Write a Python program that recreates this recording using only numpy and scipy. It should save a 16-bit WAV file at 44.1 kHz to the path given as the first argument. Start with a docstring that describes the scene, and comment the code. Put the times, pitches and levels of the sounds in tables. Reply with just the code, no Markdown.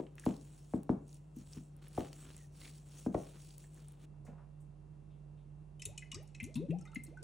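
"""Small kitchen, close microphone. A gloved hand rubs wet paste over a raw duck: the rubber hisses and
creaks, the paste crackles and snaps, air pockets under the glove collapse with hollow flops.
A few soft bumps follow. Then oil is poured from a bottle: bubbles pop in the spout, leave fizzing foam
and glug up the neck. A fridge hums throughout, over soft room air."""
import sys
import numpy as np
from scipy import signal
from scipy.fft import rfft, irfft
from scipy.io import wavfile
from scipy.ndimage import uniform_filter1d

SR = 44100
rng = np.random.default_rng(int(sys.argv[2]) if len(sys.argv) > 2 else 0)


def wrap_up_sound(samples):
    """Save the sound to the file named by the first command line argument, as 16-bit audio."""
    columns = np.atleast_2d(samples).T
    # keep every value between -1 and 1, then stretch to whole-number steps
    tamed = np.clip(columns, -1, 1)
    steps = np.round(tamed * 32767).astype(np.int16)
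    wavfile.write(sys.argv[1], SR, steps)


N = 318843
TIME_S = np.arange(N) / SR
FREQS_HZ = np.fft.rfftfreq(N, 1 / SR)

# collapsing air pockets: t/s, note/dB, start f/Hz, pitch fall/s, note peak/s, thud/dB, snap/dB
AIR_POCKETS = [(0.0, -28, 555, 0.0022, 0.002, -55, -46), (0.2642, -25, 897, 0.002, 0.0021, -17.5, -44),
               (0.7368, -29, 875, 0.00204, 0.0019, -20, -46),
               (0.8935, -24.5, 926, 0.00198, 0.0018, -16, -41.5),
               (1.368, -38.5, 286, 0.00068, 0.0036, -57, -70),
               (1.568, -46, 368, 0.0034, 0.0042, -36.5, -66),
               (1.9774, -28, 840, 0.00573, 0.0054, -24, -41.5),
               (3.063, -29.5, 885, 0.0021, 0.0031, -22, -44.5),
               (3.145, -25, 750, 0.0055, 0.0052, -22.5, -34.5)]
# glove strokes: t/s, rise/s, length/s, rubber hiss/dB, paste squelch/dB
GLOVE_STROKES = [(0.0, 0.0026, 0.0076, -78, -66), (0.153, 0.25, .11, -59.5, -58),
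                 (0.265, 0.0054, 0.39, -71, -73.5), (0.612, 0.16, 0.14, -72.5, -68),
                 (0.891, 0.0064, 0.021, -76.5, -78), (1.041, 0.067, 0.12, -74, -82),
                 (1.343, 0.03, 0.069, -71.5, -75.5), (1.402, 0.12, 0.18, -68, -75),
                 (1.572, 0.03, 0.092, -77.5, -99), (1.815, 0.0081, 0.069, -74, -73),
                 (1.892, 0.084, 0.12, -65.5, -65.5), (2.01, 0.041, 0.077, -71, -71),
                 (2.088, 0.076, 0.36, -68, -70.5), (2.502, 0.13, 0.2, -64, -68.5),
                 (2.711, 0.027, 0.071, -70, -76.5), (2.788, 0.18, 0.28, -68, -72.5),
                 (2.954, 0.016, 0.083, -70, -66), (3.091, 0.11, 0.23, -68, -64.5),
                 (3.297, 0.11, .24, -67.5, -76), (3.57, 0.028, 0.079, -70.5, -76.5),
                 (3.653, 0.12, 0.17, -73.5, -70), (3.863, 0.012, 0.059, -78, -74.5),
                 (3.977, 0.072, 0.065, -72, -71.5)]
# rubber hiss spectrum: f/Hz, level/dB
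HISS_SPECTRUM = [(900, -48), (2500, 4.5), (4200, 2), (5000, 2), (6000, 4.5), (8500, 8.5), (10500, 11),
                 (13500, -3), (15500, 7), (17000, -30)]
# paste squelch spectrum: f/Hz, level/dB
SQUELCH_SPECTRUM = [(300, 17.5), (700, 2), (1300, 4.5), (2100, -0.5), (3200, 1.5), (4500, -6.5),
                    (8000, -11)]
# path of one faint glove squeak: t/s, f/Hz, level/dB
SQUEAK_PATH = [(2.36, 1980, -80), (2.40, 1930, -74), (2.435, 1870, -75.5), (2.46, 1800, -81)]
# sticky films snapping: t/s, level/dB, f/Hz, width/oct
FILM_SNAPS = [(0.067, -54.5, 2230, 0.75), (0.155, -45, 12900, 0.58), (0.182, -46.5, 2000, 0.72),
              (0.197, -37, 8500, 0.57), (.222, -61, 1900, .6), (0.2367, -43, 1670, 0.28),
              (0.254, -34, 11450, 0.15), (.262, -40.5, 4270, 1.2), (0.342, -50.5, 4360, 0.44),
              (0.366, -46, 7400, 1.01), (0.412, -52, 5960, 0.76), (.578, -54, 7940, .6),
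              (0.833, -44, 12000, 0.37), (1.082, -47.5, 9800, .3), (1.093, -53, 5500, .3),
              (1.129, -48.5, 6740, 1), (1.144, -44.5, 9600, 0.3), (1.364, -43, 12100, 0.26),
              (1.387, -46, 9000, 1.2), (1.401, -60, 3940, 0.92), (1.466, -60, 5000, 0.76),
              (1.527, -48, 5970, 0.79), (1.533, -43.5, 5500, 0.14), (1.557, -52, 6300, 0.55),
              (1.585, -63, 4530, 0.66), (1.766, -46, 11700, 0.18), (1.868, -57, 2190, 0.55),
              (1.883, -40, 11500, 0.12), (1.991, -36, 12420, 0.27), (2.13, -37.5, 7500, 2.8),
              (2.309, -56, 3000, 1.2), (2.366, -38.5, 9100, 0.32), (2.379, -47, 8000, 0.74),
              (3.506, -49.5, 4320, 0.48), (3.581, -36, 10800, 1.1), (3.642, -55, 1920, 0.16),
              (3.745, -44.5, 10200, 0.25), (3.774, -57, 1720, 0.25), (3.884, -39.5, 9800, 0.17),
              (3.921, -46, 11800, 0.38)]
# slips of one glove creak: t/s, level/dB, rubber f/Hz
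CREAK_SLIPS = [(2.615, -46.5, 2040), (2.634, -56, 2190), (2.647, -46, 2240), (2.654, -45, 2230),
               (2.678, -45.5, 2300)]
# bubbles bursting in the spout: t/s, ring/dB, ring f/Hz, ring t60/s, rattle/dB, spray/dB, spray f/Hz
BUBBLE_POPS = [(5.7945, -52.5, 3020, 0.095, -65, -52.5, 8300), (5.8177, -52, 2730, 0.038, -54.5, -37, 6750),
               (5.8519, -52, 3420, .02, -47, -29.5, 8580), (5.886, -72, 3300, .02, -76, -54, 10600),
               (5.976, -37.5, 2960, 0.032, -54, -36, 6780), (6.021, -45.5, 2030, .07, -53, -65, 6250),
               (6.115, -37.5, 2866, 0.052, -48, -38, 6900), (6.1428, -42, 2370, 0.018, -60.5, -35, 5980),
               (6.226, -92, 3280, .025, -86, -53, 11500), (6.273, -94, 4500, 0.031, -100, -57.5, 7320),
               (6.3463, -44.5, 2560, 0.044, -56, -49, 6200), (6.3996, -34, 2390, 0.03, -45.5, -51, 6800),
               (6.428, -72, 2700, .03, -56, -42, 11300), (6.438, -63, 2640, 0.033, -59, -40, 7600),
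               (6.46, -66, 2900, .02, -77, -56, 7300), (6.5404, -60, 3400, 0.028, -70, -46, 6030),
               (6.554, -43, 3520, 0.024, -48.5, -40.5, 9500), (6.567, -58, 3730, 0.14, -62, -63, 7900),
               (6.704, -46.5, 2680, 0.049, -58.5, -58, 7500), (6.784, -64, 3000, .034, -76, -55, 6960),
               (6.809, -64, 1324, 0.11, -72, -53.5, 7000), (6.8516, -58.5, 2035, 0.19, -64, -55, 7400),
               (6.872, -62, 3670, .09, -72, -76, 7000), (6.915, -66, 2900, .03, -75, -65, 7440),
               (6.9313, -48, 1320, 0.04, -69, -80, 3950), (6.945, -54, 2900, .027, -67, -44, 9000),
               (6.9568, -31.5, 2073, 0.042, -50, -53, 4070), (7.035, -76, 3040, .028, -88, -40.5, 9800),
               (7.063, -77, 3000, 0.018, -76, -58, 5400), (7.171, -43.5, 1500, 0.053, -71, -63.5, 6700),
               (7.2265, -65, 2920, .04, -83, -42.5, 6600)]
# spout resonances: f/Hz, t60/s, gain/dB
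SPOUT_MODES = [(2000, 0.036, 12), (2270, 0.048, 0), (2550, 0.03, 14), (3010, 0.05, 0), (3850, 0.028, 10.5),
               (4070, 0.03, 10), (6280, 0.015, -2), (7060, 0.068, -5), (7700, 0.055, 4)]
# oil's colouring of the spray: f/Hz, gain/dB
OIL_EQ = [(600, 14), (1200, 0), (2000, 11), (4000, 5.5), (8000, 4.5), (10500, 12.5), (12500, 10),
          (15000, 3), (16500, -5)]
# bubbles rising in the neck: t/s, rise/s, start f/Hz, top f/Hz, level/dB, fade at top/dB
NECK_GLUGS = [(5.856, 0.09, 400, 875, -59, -10), (6.127, 0.032, 230, 293, -49, -15),
              (6.151, 0.094, 330, 838, -49, -26.5), (6.12, .04, 1030, 1080, -60.5, -12),
              (6.138, .06, 1200, 2000, -61, -16), (6.42, 0.11, 215, 670, -40.5, -28.5),
              (6.553, 0.1, 214.8, 572, -31.5, -21.5), (6.555, 0.049, 935, 1060, -59, -22),
              (6.682, .076, 280, 826, -36, -21), (6.79, 0.12, 790, 870, -76.5, 2),
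              (6.85, 0.077, 1260, 1560, -60, -29), (6.963, 0.022, 225, 285, -23.5, -35.5),
              (7.075, 0.1, 294, 896, -50, -26), (7.196, 0.038, 330, 457, -58.5, 0.5)]
# bottle air booming after a gulp: t/s, length/s, start f/Hz, end f/Hz, level/dB, fade at end/dB
BOTTLE_BOOMS = [(5.856, 0.093, 100, 114, -49, -22), (6.15, 0.066, 97, 111, -45, -27),
                (6.426, 0.044, 86, 119, -35.5, -33), (6.562, 0.095, 137, 180, -38, -8.5),
                (6.692, 0.11, 152.4, 193, -32, -17.5), (6.964, 0.041, 136, 164, -41, -20)]
# foam fizz spectrum: f/Hz, level/dB
FOAM_SPECTRUM = [(1000, -18), (2200, 4), (3500, -9), (5000, -4.5), (7000, -9.5), (10000, 0), (12500, -8),
                 (16000, -23)]
# soft bumps and scuffs: t/s, level/dB, f/Hz, width/oct, t60/s
SOFT_BUMPS = [(4.131, -70, 738, 0.8, 1), (4.248, -56, 497, 0.8, .1), (4.249, -61, 8320, 0.87, 0.22),
              (4.263, -59.5, 1210, 1, 0.28), (4.2745, -43.5, 590, 0.51, 0.12),
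              (4.28, -40, 216, 0.61, 0.071), (4.328, -58, 750, 0.73, .25), (4.376, -57.5, 716, 1, 0.36),
              (4.602, -64.5, 9500, .45, .16), (5.101, -74.5, 3080, .35, .33),
              (5.372, -74.5, 2940, 0.5, 0.26)]
# fridge partials: f/Hz, level/dB
FRIDGE_PARTIALS = [(49.3, -62.5), (147.5, -56), (152, -80.5), (314, -78.5), (392, -83.5), (2708, -94)]
# room air spectrum: f/Hz, level/dB
AIR_SPECTRUM = [(20, -25), (40, -24.5), (80, 8), (120, 2.5), (155, 9), (220, -4.5), (380, -5.5),
                (800, -11.5), (1600, -25.5), (2700, -31.5), (5000, -36), (10000, -35.5), (16000, -83)]
# room air stereo width: f/Hz, left-right coherence
AIR_COHERENCE = [(60, 1), (200, 0.92), (400, 0.055), (800, 0), (2400, 0.7), (8000, 0.56)]
# room air balance: f/Hz, left minus right/dB
AIR_TILT = [(30, -6), (150, 4), (300, 5.5), (600, 0.5), (16000, -2)]
# standing-wave tilt once the microphone has moved: f/Hz, left minus right/dB
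MOVED_TILT = [(30, 7.5), (50, -12), (80, -6), (150, -6), (220, -20.5), (320, 4.5), (600, 0), (16000, 1.5)]
# room tail decay: f/Hz, t60/s
TAIL_DECAY = [(120, 0.4), (240, 0.28), (400, 0.46), (800, 0.35), (3000, 0.39), (12000, 0.17)]
# room tail stereo width: f/Hz, left-right coherence
TAIL_COHERENCE = [(200, 1), (400, 0.92), (700, -0.41), (1300, 0.9), (2500, 0.94), (8000, 0.86)]
# echoes off worktop, wall and cupboards: delay/s, left gain, right gain
REFLECTIONS = [(.0084, 0.25, 0.075), (0.013, 0.15, .14), (0.0159, 0.23, 0.19), (0.022, .11, 0.081),
               (0.0286, 0.26, 0.19), (0.034, 0.24, .09), (0.0396, 0.2, 0.21), (0.049, 0.045, 0.083)]
# phase between the microphone ports: f/Hz, left lead/rad
PORT_LEAD = [(300, 0), (480, .5), (640, .7), (900, 0), (4300, -.1), (4700, -1), (5000, -4.4), (5300, -6.2),
             (7300, -6.4), (9000, -7.7), (11000, -9.1), (14000, -9.6), (16000, -11.3)]


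def flops(end_hz=239, swell=0.71, close=1.74, thud_s=0.00867, thud_width_s=0.0021, snap_peak_s=0.0011):
    """An air pocket snaps open, dives in pitch within a few cycles and shuts with a soft thud."""
    out, t = np.zeros(N), np.arange(4096) / SR
    for s, db, start_hz, fall_s, peak_s, thud_db, snap_db in AIR_POCKETS:
        hz = end_hz + (start_hz - end_hz) / (1 + (t / fall_s) ** 4)
        phase = 2 * np.pi * np.cumsum(hz) / SR
        envelope = (t / peak_s) ** swell * np.exp(swell / close * (1 - (t / peak_s) ** close))
        thud_hz = end_hz * min(0.0029 / fall_s, 1) ** 1.5  # big, slow pockets thud deeper
        thud = np.exp(-((t - thud_s) / thud_width_s) ** 2) * np.sin(2 * np.pi * thud_hz * (thud_s - t))
        # taut rubber: brief overtone and smack; wet paste: slap
        overtone = amp(-2) * t / snap_peak_s * np.exp(1 - t / snap_peak_s) * np.sin(1.446 * phase)
        smack = burst(t, hz=970, width_oct=0.42, t60_s=0.047)
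        slap = amp(-12) * burst(t, hz=1770, width_oct=0.46, t60_s=0.047)
        note = amp(db) * envelope * np.sin(phase)
        add(out, s, note + amp(thud_db) * thud + amp(snap_db) * (overtone + smack + slap))
    return out


def rubbing():
    """Sliding rubber hisses and squeaks; squeezed paste crackles and ticks."""
    slide, squeeze = strokes()
    stick_slip = amp(1.6 * drift(rate_hz=160))
    out = stick_slip * (rubber_hiss(slide) + paste_squelch(squeeze))
    out += amp(-10) * slide * blisters()
    add(out, *glide(SQUEAK_PATH, rough=0.55, edge_s=0.005))
    return out


def strokes(sag_db_per_s=16, lift_db_per_s=242, creep_db=-89, end_s=4.06, fade_s=0.013):
    """Each stroke presses, eases and lifts, over a faint creep. Returns hiss and squelch envelopes."""
    power = np.ones((2, 1)) * amp(creep_db) ** 2
    for s, rise_s, length_s, hiss_db, squelch_db in GLOVE_STROKES:
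        t = np.maximum(TIME_S - s, 0)
        drop_db = sag_db_per_s * np.maximum(t - rise_s, 0) + lift_db_per_s * np.maximum(t - length_s, 0)
        envelope = np.minimum(t / rise_s, 1) * amp(-drop_db)
        power = power + (amp([[hiss_db], [squelch_db]]) * envelope) ** 2
    return np.sqrt(power) * np.clip((end_s - TIME_S) / fade_s, 0, 1)


def rubber_hiss(slide, gain_db=-2, patch_db=0.9, gap_hz=6000, wander_oct=0.4, gap_db=-9.5):
    """Tiny slips merge into a hiss, coloured by the changing gap under the fingers."""
    hiss = colour(grains(per_s=12000, spread_db=-0.5), HISS_SPECTRUM, band_hz=(5500, 8500))
    hiss *= slide * amp(gain_db + patch_db * drift(rate_hz=19))
    shift_oct = wander_oct * np.clip(drift(rate_hz=7.3), -2, 1)
    gap = resonate(hiss, gap_hz * 2 ** shift_oct, width_hz=810)
    return unit(unit(hiss) + amp(gap_db) * unit(gap)) * hiss.std()


def paste_squelch(squeeze, gain_db=-6, clump_db=4.5, hollow_hz=2660, wander_oct=0.71, hollow_db=-10.5):
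    """Paste tears in clumps; wet hollows under the fingers ring as they change size."""
    tears = colour(grains(per_s=1500, spread_db=2.5), SQUELCH_SPECTRUM, band_hz=(2000, 4500))
    clicks = grains(per_s=1700, spread_db=-4.5)
    hollows = resonate(clicks, hollow_hz * 2 ** (wander_oct * drift(rate_hz=7.6)), width_hz=160)
    paste = unit(tears + amp(hollow_db) * unit(hollows)) * tears.std()
    return paste * squeeze * amp(gain_db + clump_db * drift(rate_hz=7.7))


def blisters(low_hz=4000, high_hz=14000):
    """Small paste blisters burst at random, each ringing for a few cycles."""
    out, t = np.zeros(N), np.arange(1024) / SR
    for hz in np.geomspace(low_hz, high_hz, num=12):
        ring = unit(np.sin(2 * np.pi * hz * t) * np.exp(-hz * t))
        out += signal.oaconvolve(grains(per_s=30, spread_db=4), ring)[:N]
    return unit(out)


def snaps(cycles=45, min_t60_s=0.005):
    """Paste films tear; small, high ones die soonest."""
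    out, t = np.zeros(N), np.arange(2048) / SR
    for s, db, hz, width_oct in FILM_SNAPS:
        add(out, s, amp(db) * burst(t, hz, width_oct, t60_s=min_t60_s + cycles / hz))
    return out


def creak(ring_db=-7):
    """Each slip is a dry click that sets the stretched rubber buzzing."""
    out, t = np.zeros(N), np.arange(4096) / SR
    for s, db, hz in CREAK_SLIPS:
        ring = amp(ring_db) * burst(t, hz, width_oct=0.1, t60_s=0.06)
        click = burst(t, hz=2900, width_oct=0.88, t60_s=0.019)
        add(out, s, amp(db) * (ring + click))
    return out


def pops(swell_s=0.0026, chirp_per_s=0.36, shift_oct=0.097):
    """A bubble swells, rings with rising pitch and bursts into spray; oil shifts the spout's modes."""
    rings, sprays, t = np.zeros(N), np.zeros(N), np.arange(8192) / SR
    mode_ratios = 2 ** (shift_oct * rng.uniform(-0.65, 1, len(BUBBLE_POPS)))
    swell = 1 - np.exp(-(t / swell_s) ** 2)
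    for (s, db, hz, t60_s, rattle_db, spray_db, spray_hz), ratio in zip(BUBBLE_POPS, mode_ratios):
        ring = amp(db - 60 * t / t60_s) * np.sin(2 * np.pi * hz * t * (1 + chirp_per_s * t))
        pings = amp(spray_db - 4.5) * droplets(t, spray_hz)
        rattle = amp(rattle_db - 3) * burst(t, hz, width_oct=0.45, t60_s=0.05)
        spray = amp(spray_db - 2.5) * burst(t, spray_hz, width_oct=0.5, t60_s=0.029)
        add(rings, s, swell * (ring + pings))
        add(sprays, s, spout(swell * (rattle + spray), ratio))
    return rings + irfft(rfft(sprays) * amp(lookup(OIL_EQ)), N)


def droplets(t, centre_hz, spread_oct=0.45, within_s=0.017, t60_s=0.017, count=5):
    """Tiny bubbles ping at scattered pitches just after a burst."""
    pitch, delay = rng.uniform(-1.1, 1, (2, count, 1))
    hz = centre_hz * 2 ** (spread_oct * pitch)
    age_s = np.maximum(t - within_s * abs(delay), 0)
    pings = amp(-60 * age_s / t60_s) * np.sin(2 * np.pi * hz * age_s)
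    return pings.sum(0) / np.sqrt(count)


def spout(x, ratio):
    """The narrow spout rings with each burst, its mode frequencies scaled by ratio."""
    response, t = np.zeros(4096), np.arange(4096) / SR
    for hz, t60_s, db in SPOUT_MODES:
        norm = 2 * np.log(1000) / (t60_s * SR)  # unity gain at resonance
        response += norm * amp(db - 60 * t / t60_s) * np.cos(2 * np.pi * hz * ratio * t)
    return x + signal.oaconvolve(x, response)[:len(x)]


def glugs(overshoot=1.29, edge_s=0.012):
    """Bubbles climb the neck as fading tones that rise, then sag; the bottle's air space booms."""
    out, climb = np.zeros(N), np.linspace(0, overshoot, num=32)
    for s, rise_s, start_hz, top_hz, db, fade_db in NECK_GLUGS:
        rough = np.interp(db, [-52, -42], [0.55, 0.12])  # small bubbles gurgle, big ones sing
        hz = start_hz * (top_hz / start_hz) ** (np.sin(np.pi / 2 * climb) ** 2)
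        path = np.transpose([s + rise_s * climb, hz, db + fade_db * climb ** 0.95])
        add(out, *glide(path, rough, edge_s))
    for s, length_s, start_hz, end_hz, db, fade_db in BOTTLE_BOOMS:
        path = [(s, start_hz, db), (s + length_s, end_hz, db + fade_db)]
        add(out, *glide(path, rough=0, edge_s=edge_s))
    return out


def foam(level_db=-73, swell_s=0.012, t60_s=0.64, follow=0.28, wander_oct=0.12):
    """Each burst leaves tiny bubbles fizzing away; big bursts leave more."""
    power, froth, t = np.zeros(N), np.zeros(N), np.arange(SR // 2) / SR
    loudest_db = max(spray_db for *_, spray_db, _ in BUBBLE_POPS)
    for s, *_, spray_db, _ in BUBBLE_POPS:
        envelope = amp(follow * (spray_db - loudest_db) - 60 * t / t60_s) * np.minimum(t / swell_s, 1)
        add(power, s, envelope ** 2)
    for hz in np.geomspace(2600, 9000, num=6):
        clicks = grains(per_s=1500, spread_db=1)
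        froth += resonate(clicks, hz * 2 ** (wander_oct * drift(rate_hz=15)), width_hz=500)
    return amp(level_db) * np.sqrt(power) * colour(froth, FOAM_SPECTRUM, band_hz=(2000, 10000))


def bumps(attack_s=0.003):
    """Soft, noisy knocks and scuffs with no ring."""
    out, t = np.zeros(N), np.arange(SR // 3) / SR
    for s, db, hz, width_oct, t60_s in SOFT_BUMPS:
        add(out, s, amp(db) * burst(t, hz, width_oct, t60_s) * (1 - np.exp(-t / attack_s)))
    return out


def fridge(waver=0.12, wander_rad=0.77):
    """Hum whose partials waver in level and phase."""
    out = np.zeros(N)
    for hz, db in FRIDGE_PARTIALS:
        envelope = np.sqrt(2) * amp(db) * (1 + waver * drift(rate_hz=23))
        out += envelope * np.sin(2 * np.pi * hz * TIME_S + wander_rad * drift(rate_hz=5.4))
    return out


def background(air_db=-63, moved_s=4.08, crossfade_s=0.01):
    """Room air and fridge; standing waves tilt their bass once the microphone has moved."""
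    sides = np.array([[0.5], [-0.5]])
    noise = cohere(rfft(rng.standard_normal((2, N))), lookup(AIR_COHERENCE))
    air = unit(irfft(noise * amp(lookup(AIR_SPECTRUM) + sides * lookup(AIR_TILT)), N))
    before = amp(air_db) * air + fridge()
    after = irfft(rfft(before) * amp(sides * lookup(MOVED_TILT)), N)
    return before + (after - before) * np.clip((TIME_S - moved_s) / crossfade_s, 0, 1)


def kitchen(x, wet_db, onset_s=0.0051):
    """Direct sound plus a diffuse stereo tail, each band decaying at its own rate."""
    hz, t, noise = signal.stft(rng.standard_normal((2, SR // 2)), SR, nperseg=256)
    noise = cohere(noise, lookup(TAIL_COHERENCE, hz)[:, None])
    decay = amp(-60 * t / lookup(TAIL_DECAY, hz)[:, None])
    tail = signal.istft(noise * decay, SR, nperseg=256)[1]
    tail *= np.clip(np.arange(tail.shape[1]) / SR / onset_s - 0.5, 0, 1)
    tail /= np.linalg.norm(tail[0])
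    return x + amp(wet_db) * signal.fftconvolve(x[None], tail, axes=1)[:, :N]


def echoes(x, cutoff_hz=900):
    """Single, dull reflections off the nearest surfaces."""
    out = np.zeros((2, N))
    dull = irfft(rfft(x) / (1 + (FREQS_HZ / cutoff_hz) ** 2), N)
    for delay_s, left, right in REFLECTIONS:
        add(out[0], delay_s, left * dull)
        add(out[1], delay_s, right * dull)
    return out


def ports(pair, tilt_hz_db):
    """The two microphone ports differ by band in level (left minus right) and phase."""
    half = amp(lookup(tilt_hz_db) / 2) * np.exp(0.5j * lookup(PORT_LEAD))
    return irfft(rfft(pair) * np.array([half, 1 / half]), N)


def glide(path, rough, edge_s, wobble_depth=0.085):
    """Soft-ended tone along (t/s, f/Hz, level/dB) rows, fluttering if rough. Returns start, sound."""
    s, hz, db = np.transpose(path)
    t = np.arange(s[0], s[-1], 1 / SR)
    flutter, wobble = unit(uniform_filter1d(rng.standard_normal((2, SR // 2)), size=300))[:, :len(t)]
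    smooth_hz = uniform_filter1d(np.interp(t, s, hz), size=500)
    phase = 2 * np.pi * np.cumsum(smooth_hz * (1 + wobble_depth * rough * wobble)) / SR
    envelope = amp(np.interp(t, s, db)) * signal.windows.tukey(len(t), 2 * edge_s * SR / len(t))
    return s[0], np.sqrt(2) * envelope * (1 + rough * flutter) * np.sin(phase)


def burst(t, hz, width_oct, t60_s):
    """Decaying band of noise, peak near 1."""
    bins_hz = np.fft.rfftfreq(len(t), 1 / SR) + 1
    spectrum = rfft(rng.standard_normal(len(t))) / (1 + (np.log2(bins_hz / hz) / width_oct) ** 4)
    return unit(irfft(spectrum, len(t))) / 2 * amp(-60 * t / t60_s)


def grains(per_s, spread_db):
    """Random clicks of uneven size, rms 1."""
    size = amp(spread_db * np.minimum(rng.exponential(1, N), 4))
    return unit(size * rng.standard_normal(N) * (rng.random(N) < per_s / SR))


def resonate(x, hz, width_hz):
    """Unity-gain resonance following the curve hz."""
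    carrier = np.exp(2j * np.pi * np.cumsum(hz) / SR)
    pole = np.exp(-np.pi * width_hz / SR)
    return 2 * (carrier * signal.lfilter([1 - pole], [1, -pole], x / carrier)).real


def colour(x, spectrum, band_hz):
    """Shapes x by a spectrum; rms 1 inside the band."""
    shaped = rfft(x) * amp(lookup(spectrum))
    in_band = (FREQS_HZ > band_hz[0]) & (FREQS_HZ < band_hz[1])
    return irfft(shaped, N) / irfft(shaped * in_band, N).std()


def cohere(pair, coherence):
    """Mixes two independent noises to a given left-right coherence."""
    left, other = pair
    return np.array([left, coherence * left + np.sqrt(1 - coherence ** 2) * other])


def drift(rate_hz):
    """Smooth random curve, rms 1."""
    return unit(irfft(rfft(rng.standard_normal(N)) * np.exp(-(FREQS_HZ / rate_hz) ** 2), N))


def lookup(table, hz=FREQS_HZ):
    """Interpolates on a log-frequency axis."""
    table_hz, value = np.transpose(table)
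    return np.interp(np.log(hz + 1), np.log(table_hz + 1), value)


def add(mix, s, sound):
    """Mixes a sound in at time s."""
    part = mix[max(round(s * SR), 0):][:len(sound)]
    part += sound[:len(part)]


def amp(db):
    """dB to gain."""
    return 10 ** (np.asarray(db) / 20)


def unit(x):
    """Scales to rms 1."""
    return x / np.sqrt(np.mean(x ** 2) + 1e-20)


def scene():
    """Hand, bottle and fridge in one room."""
    thumps = flops() + bumps()
    hand = kitchen(thumps, wet_db=-10) + echoes(thumps)
    hand += kitchen(rubbing(), wet_db=-28) + kitchen(snaps() + creak(), wet_db=-13.5)
    bottle = kitchen(pops() + foam(), wet_db=-12) + kitchen(glugs(), wet_db=-11.5)
    hand = ports(hand, [(100, 0), (250, 1), (420, 6.5), (600, 0.5), (1000, 0), (2500, 0), (8000, 0.5)])
    bottle = ports(bottle, [(150, 8), (400, 0), (900, -1), (2700, 3), (8000, 1)])
    return hand + bottle + background()


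def record(dry):
    """Microphone low cut, recorder band limit."""
    low_hz, high_hz = 36, 16300
    low_cut = signal.butter(4, low_hz, "highpass", fs=SR, output="sos")
    band_limit = signal.firwin(511, high_hz, window=("kaiser", 9), fs=SR)
    return signal.oaconvolve(signal.sosfilt(low_cut, dry), band_limit[None], "same")


dry = scene()
out = record(dry)
wrap_up_sound(out)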